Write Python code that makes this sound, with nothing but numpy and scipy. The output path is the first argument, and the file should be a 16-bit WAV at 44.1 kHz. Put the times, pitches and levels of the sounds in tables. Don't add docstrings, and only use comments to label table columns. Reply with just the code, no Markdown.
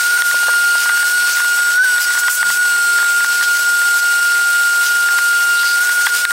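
import sys
import numpy as np
from scipy import signal
from scipy.fft import rfft, irfft
from scipy.io import wavfile
from scipy.ndimage import uniform_filter1d, minimum_filter1d

SR = 44100
rng = np.random.default_rng(int(sys.argv[2]) if len(sys.argv) > 2 else 0)


def master(y):
    cut = np.clip(np.atleast_2d(y).T, -1, 1)
    pcm = np.round(cut * 32767)
    wavfile.write(sys.argv[1], SR, pcm.astype(np.int16))


N = 278699
TIME = np.arange(N) / SR


def gain_of(db):
    return 10 ** (np.asarray(db) / 20)


def unit_rms(x):
    return x / np.sqrt(np.mean(x ** 2) + 1e-20)


def at_frequencies(rows, hz):
    f, value = np.transpose(rows)
    return np.interp(np.log(hz + 1), np.log(f + 1), value)


def over_time(rows):
    s, *columns = np.transpose(rows)
    return [np.interp(TIME, s, column) for column in columns]


def drift(rate_hz):
    hz = np.fft.rfftfreq(2 ** 13, 64 / SR)
    slow = irfft(rfft(rng.standard_normal(2 ** 13)) / (1 + (hz / rate_hz) ** 2))
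    return unit_rms(np.interp(np.arange(N) / 64, np.arange(2 ** 13), slow))


def tone(hz):
    return np.sqrt(2) * np.sin(2 * np.pi * (np.cumsum(hz) / SR + rng.random()))


def touch(t, middle_s, length_s, squareness=3.0):
    return np.exp(-abs(2 * (t - middle_s) / length_s) ** squareness)


# middle t/s, length/s, extra rush/dB, brightness/dB
SKIMS = [(0.035, 0.13, 3.5, 0.2), (0.147, 0.059, 1.77, 0), (0.277, 0.12, 2.5, 1.6),
         (0.407, 0.175, 1.5, 0.3), (0.822, 0.095, 4.5, 0.5), (0.994, 0.055, 3, 0.5), (1.097, 0.093, 4, 1),
         (1.212, 0.023, 2.0, -0.5), (1.317, 0.095, 5.5, 0.5), (1.394, 0.0643, 3.5, 1),
         (1.495, 0.025, 2.5, 0.5), (1.564, 0.029, 3.5, 1.5), (1.637, 0.01, 2.5, 1), (1.739, 0.073, 3, 0.5),
         (2.031, 0.052, 9, 2.5), (2.14, 0.046, 5, 1.5), (2.199, 0.031, 9, 3), (2.341, 0.086, 10.5, 5),
         (2.537, 0.075, 6, 1.5), (3.257, 0.029, 4.5, 0.5), (3.354, 0.065, 3, 0.2), (3.441, 0.0349, 6, -0.5),
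         (3.591, 0.098, 3.5, 0.9), (3.992, 0.034, 4.5, 1), (4.86, 0.059, 6, 0.5), (5.195, 0.023, 4, 0.5),
         (5.687, 0.085, 2, 0), (5.838, 0.074, 3.0, 0.6), (5.94, 0.049, 4, 2), (6.02, 0.031, 4, 1),
         (6.084, 0.042, 9, 0.5), (6.184, 0.075, 7.5, 0.5)]
# middle t/s, length/s, drop in flow/dB
SEALS = [(0.145, 0.058, 0.8), (1.133, 0.062, 1.27), (1.796, 0.1, 4.5), (2.587, 0.08, 1.38),
         (5.821, 0.046, 1.95)]

def nozzle(t):
    rush_db = sum(db * touch(t, s, length) for s, length, db, _ in SKIMS)
    bright_db = sum(db * touch(t, s, length) for s, length, _, db in SKIMS)
    seal_db = sum(db * touch(t, s, length) for s, length, db in SEALS)
    return rush_db, bright_db, seal_db


# t/s, f/Hz
FREE_PITCH = [(0, 1420), (.7, 1416), (1.2, 1421), (2.3, 1427), (2.9, 1413), (3.3, 1418), (4.5, 1415),
              (5.65, 1410), (5.95, 1423), (6.2, 1413), (6.32, 1410)]

def fan_pitch(rush_db, seal_db, skim_hz_per_db=4, seal_hz_per_db=29, max_skim_db=7.5, lag_s=.072):
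    free_hz, = over_time(FREE_PITCH)
    rise_hz = skim_hz_per_db * np.minimum(rush_db, max_skim_db) + seal_hz_per_db * seal_db
    keep = np.exp(-1 / (lag_s * SR))
    return free_hz + signal.lfilter([1 - keep], [1, -keep], rise_hz)


# t/s, half length/s, rise/Hz
CHIRPS = [(0.118, 0.006, 44), (0.182, 0.0044, 139.2), (1.839, 0.007115, 96.35)]
# multiple of the whine's pitch, level/dB relative to the whine
MOTOR_TONES = [(1.566, -32.5), (2, -25), (2.282, -36), (2.565, -33), (3, -26), (3.852, -28)]
# t/s, lower one's level/dB, upper one's level/dB (same scale)
WHISTLES = [(0, -34, -15), (.45, -25, -20), (1.1, -19.5, -16), (1.9, -14.5, -22.5), (2.701, -15, -17),
            (3.2, -16, -25), (5.5, -19, -31), (5.9, -21, -19), (6.3, -20, -17)]

def fan(whine_db=-7, hum_db=-43, hum_hz=400, whistle_ratios=(5.432, 6)):
    rush_db, _, seal_db = nozzle(TIME)
    roughness = np.clip(rush_db / 4, 0, 1)
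    hz = fan_pitch(rush_db, seal_db) + .5 * drift(30)
    chirp_hz = sum(rise * np.exp(-((TIME - s) / half) ** 2) for s, half, rise in CHIRPS)
    whine = tone(hz + chirp_hz + 10.19 * roughness * drift(68.75))
    whine /= 1 + chirp_hz / 110
    whine *= gain_of(0.13 * drift(31) + 0.8 * roughness * drift(180))
    motor = sum(gain_of(db + 3 * drift(1.7)) * tone(ratio * hz + 6.12 * drift(24.7))
                for ratio, db in MOTOR_TONES)
    whistles = sum(gain_of(db - 1.8 * seal_db + 0.73 * drift(7.6)) * tone(ratio * hz)
                   for ratio, db in zip(whistle_ratios, over_time(WHISTLES)))
    hum = tone(hum_hz + 2.8 * drift(18.36)) * gain_of(1.2 * drift(10))
    hum += tone(2 * hum_hz + 7 * drift(21.5)) * gain_of(2.2 * drift(10) + 0.5)
    shut_db = np.minimum(rush_db - seal_db, 0)
    weak_tones = (motor + whistles) * gain_of(1.04 * shut_db)
    return gain_of(whine_db) * (whine + weak_tones) + gain_of(hum_db + shut_db) * hum


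# f/Hz, relative level/dB
FREE_AIR = [(30, -16), (70, -22), (110, -23.5), (300, -18), (600, -9), (900, -7.5), (1500, -5.5),
            (2500, -2.5), (4000, -2.5), (4700, -2), (6600, -2.5), (7300, -8), (8700, 2.5), (9900, -5),
            (10900, -8), (15700, -7.5)]
# f/Hz, width/Hz, boost/dB
DUCT_RINGS = [(761, 46, 3.5), (1005, 72, 6), (1640, 28, 4.5), (1930, 67, 9.5), (2830, 140, 4),
              (4620, 410, 3.5), (5450, 98, 7.5), (6380, 240, 1.5), (8500, 580, 0), (9230, 450, 2.5),
              (9380, 100, 1.5), (9400, 70, 0), (10600, 150, 3.5), (11600, 240, 5.5), (12800, 170, 5),
              (14300, 230, 5), (14900, 110, -7)]
# f/Hz, relative level/dB
JET = [(100, -28.5), (600, -11), (1500, -1.5), (3900, 1.5), (4900, 4), (8000, -1), (11000, -4),
       (14000, -6.5), (16000, -7.5)]
# f/Hz, dB of change per dB of brightness
BRIGHT_TILT = [(1200, -1.04), (4500, -2.02), (7500, 0.5), (12000, 0.9)]

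def rushing_air(free_level_db=-16, flicker_db=0.6, choke=2.44):
    hz = np.fft.rfftfreq(512, 1 / SR)
    t = np.arange(N // 128 + 5) * 128 / SR
    rush_db, bright_db, seal_db = nozzle(t[:, None])
    flow_db = rush_db - seal_db
    real, imag, patches = rng.standard_normal((3, len(t), len(hz)))
    noise = real + 1j * imag
    rings_db = sum(db * np.exp(-2 * ((hz - f) / width) ** 2) for f, width, db in DUCT_RINGS)
    ducts = gain_of(at_frequencies(FREE_AIR, hz) + rings_db)
    duct_power = (ducts * gain_of(choke * np.minimum(flow_db, 0))) ** 2
    jet_power = gain_of(at_frequencies(JET, hz)) ** 2 * np.maximum(gain_of(flow_db) ** 2 - 1, 0)
    patches_db = unit_rms(uniform_filter1d(uniform_filter1d(patches, 12, axis=0), 10, axis=1))
    flicker = unit_rms(uniform_filter1d(rng.standard_normal(len(t)), 5))[:, None]
    tilt_db = bright_db * at_frequencies(BRIGHT_TILT, hz)
    colour = np.sqrt(duct_power + jet_power) * gain_of(tilt_db + patches_db + flicker_db * flicker)
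    free_rush = signal.istft((noise * ducts).T, nperseg=512, noverlap=384)[1][:N]
    rush = signal.istft((noise * colour).T, nperseg=512, noverlap=384)[1][:N]
    return gain_of(free_level_db) * rush / free_rush.std()


# t/s, f/Hz, level/dB
DRONE = [(0, 205, -59), (.7, 218, -56), (1.5, 160, -64), (2.3, 178, -66), (2.5, 182, -49), (2.95, 194, -54),
         (3.5, 210, -54), (4.1, 228, -60), (4.5, 230, -70)]

def drone(waver_db=3, jitter_hz=2.8):
    hz, db = over_time(DRONE)
    return gain_of(db + waver_db * drift(8.3)) * tone(hz + jitter_hz * drift(28.6))


# f/Hz, relative level/dB, time to fade by 60 dB/s
PLASTIC_NOTES = [(616, -14.5, 0.013), (932, -5.5, 0.026), (1220, -3, 0.043), (1528, 1, 0.066),
                 (1840, 4, 0.02), (2124, -4.5, 0.018), (2580, -12, 0.022), (3597, 5, 0.0065),
                 (3900, -27, 0.0025), (5650, -30, 0.00096), (7300, -17, 0.007)]

def clack(hardness_db, crack=0.36, low_cut_hz=620):
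    t = np.arange(2048) / SR
    hz, db, fade_s = np.transpose(PLASTIC_NOTES)[:, :, None]
    detune, phase = rng.uniform(-0.95, 1, (2, len(hz), 1))
    levels = gain_of(db + hardness_db * np.log2(hz / 1700) - 60 * t / fade_s)
    notes = levels * np.sin(2 * np.pi * hz * (1 + 0.081 * detune) * t + np.pi * phase)
    snap = rng.standard_normal(len(t)) * np.exp(-t / .001)
    sound = notes.sum(0) + crack * gain_of(3.5 * hardness_db) * snap
    sound *= 1 - np.exp(-t / .0005)
    thin_walls = signal.butter(2, low_cut_hz, "high", fs=SR, output="sos")
    sound = signal.sosfilt(thin_walls, sound)
    return sound / abs(sound).max()


# t/s, level/dB before the boost, hardness/dB per octave
KNOCKS = [(.177, -17, -5), (.221, 0, 4.5), (.312, -6, 4), (0.343, -17.5, -29), (.429, -17, -17),
          (.482, -12, -11), (.489, -13.5, -23), (0.537, -16, -5), (.753, -16, -15), (0.857, -13, -9),
          (0.893, -6.5, -1), (0.918, -15, 3), (1.029, -10, 0), (1.37, -12, 1), (1.383, -13.5, 3),
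          (1.401, -9.5, -6), (1.629, -15, 3), (1.726, -20, 6), (1.986, -9, 7), (2.151, -13, -5),
          (2.176, -12, -1), (2.282, -2.5, -1), (2.429, -2, -1), (2.502, -7.5, -3), (2.764, -13, 4),
          (2.985, -12, -3), (3.003, -16, -6), (3.027, -13, -9), (3.205, -11, 1), (3.245, -7.5, 0.5),
          (3.411, -10, 1.5), (3.424, -10, 0), (5.087, -9, 2), (5.186, -7.5, 0), (5.329, -17, 3),
          (5.854, -24, 1), (5.893, -7, 4), (6.066, 0.5, 3), (6.068, 3.5, 0), (6.252, 4, 4),
          (6.307, -5, 4.5)]
# start t/s, length/s, grains per second, lowest grain level/dB
SHOWERS = [(0, .55, 50, -35), (0.802, .27, 50, -24), (1.25, .2, 150, -20.5), (1.549, .19, 70, -17.5),
           (1.952, .25, 130, -18.5), (2.961, 0.11, 70, -18), (5.776, .4, 100, -24), (0, 6.3, 11, -20)]

def grit(knock_boost_db=7, spread_db=5, grain_hardness_db=2.5):
    hits = [(s, db + knock_boost_db, hardness_db) for s, db, hardness_db in KNOCKS]
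    for start, length, per_s, db in SHOWERS:
        when, size, hardness = rng.random((128, 3))[:int(length * per_s)].T
        grain_db = db + spread_db * np.minimum(-np.log(size), 2.5)
        hits += zip(start + length * when, grain_db, grain_hardness_db + 3 * (hardness - .5))
    out = np.zeros(N)
    for s, db, hardness_db in hits:
        sound = gain_of(db) * clack(hardness_db)
        slot = out[round(s * SR):][:len(sound)]
        slot += sound[:len(slot)]
    return out


# t/s, f/Hz, level/dB
BUMPS = [(0.336, 187.5, -32), (0.351, 320, -29), (0.481, 489.5, -17)]

def hose_bumps(rise_s=0.0018, decay_s=0.012):
    out = np.zeros(N)
    for s, hz, db in BUMPS:
        t = np.maximum(TIME - s, 0)
        envelope = np.exp(-t / decay_s) * (1 - np.exp(-t / rise_s))
        out += gain_of(db) * envelope * np.sin(2 * np.pi * hz * t)
    return out


def band_noise(hz, width_hz):
    f = np.fft.rfftfreq(2 ** 19, 1 / SR)
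    spectrum = rfft(rng.standard_normal(N), 2 ** 19)
    return unit_rms(irfft(spectrum / (1 + (2 * (f - hz) / width_hz) ** 2))[:N])


# middle t/s, half length/s, f/Hz, width/Hz, level/dB
EDGES = [(1.335, 0.0095, 5990, 1400, -11), (2.038, 0.022, 5000, 900, -13), (3.45, 0.012, 4747, 1096, -18),
         (3.993, .012, 6430, 914, -19), (4.87, 0.024, 6195, 1185, -18), (5.587, 0.024, 3895, 447, -20),
         (5.684, 0.064, 4730, 910, -16), (5.834, 0.016, 6500, 898, -21), (6.039, 0.01, 6420, 900, -19)]

def edge_whistles():
    return sum(gain_of(db) * np.exp(-((TIME - s) / half) ** 2) * band_noise(hz, width)
               for s, half, hz, width, db in EDGES)


def scene():
    mix = fan() + rushing_air() + drone() + grit() + hose_bumps() + edge_whistles()
    return np.tile(mix, (2, 1))


def record(dry, ceiling_db=-5.5, hold_s=0.0057, recover_db_per_s=221, attack_s=0.0012, top_hz=15850):
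    mono = dry.mean(0)
    sensed = abs(mono + 0.21 * np.diff(mono, prepend=mono[0]))
    over_db = np.maximum(20 * np.log10(sensed + 1e-9) - ceiling_db, 0)
    half_hold = int(hold_s * SR / 2)
    held_db = -minimum_filter1d(-over_db, 2 * half_hold + 1, origin=half_hold)
    recovery_db = TIME * recover_db_per_s
    dip_db = np.maximum.accumulate(held_db + recovery_db) - recovery_db
    keep = np.exp(-1 / (attack_s * SR))
    dip_db = signal.lfilter([1 - keep], [1, -keep], dip_db, zi=[dip_db[:500].max()])[0]
    limited = np.clip(dry / gain_of(dip_db), -1, 1)
    bass = signal.lfilter(*signal.butter(1, 132, fs=SR), limited)
    treble_cut = signal.firwin(511, top_hz, window=("kaiser", 9), fs=SR)
    return signal.oaconvolve(limited - 0.12 * bass, treble_cut[None], "same")


dry = scene()
out = record(dry)
master(out)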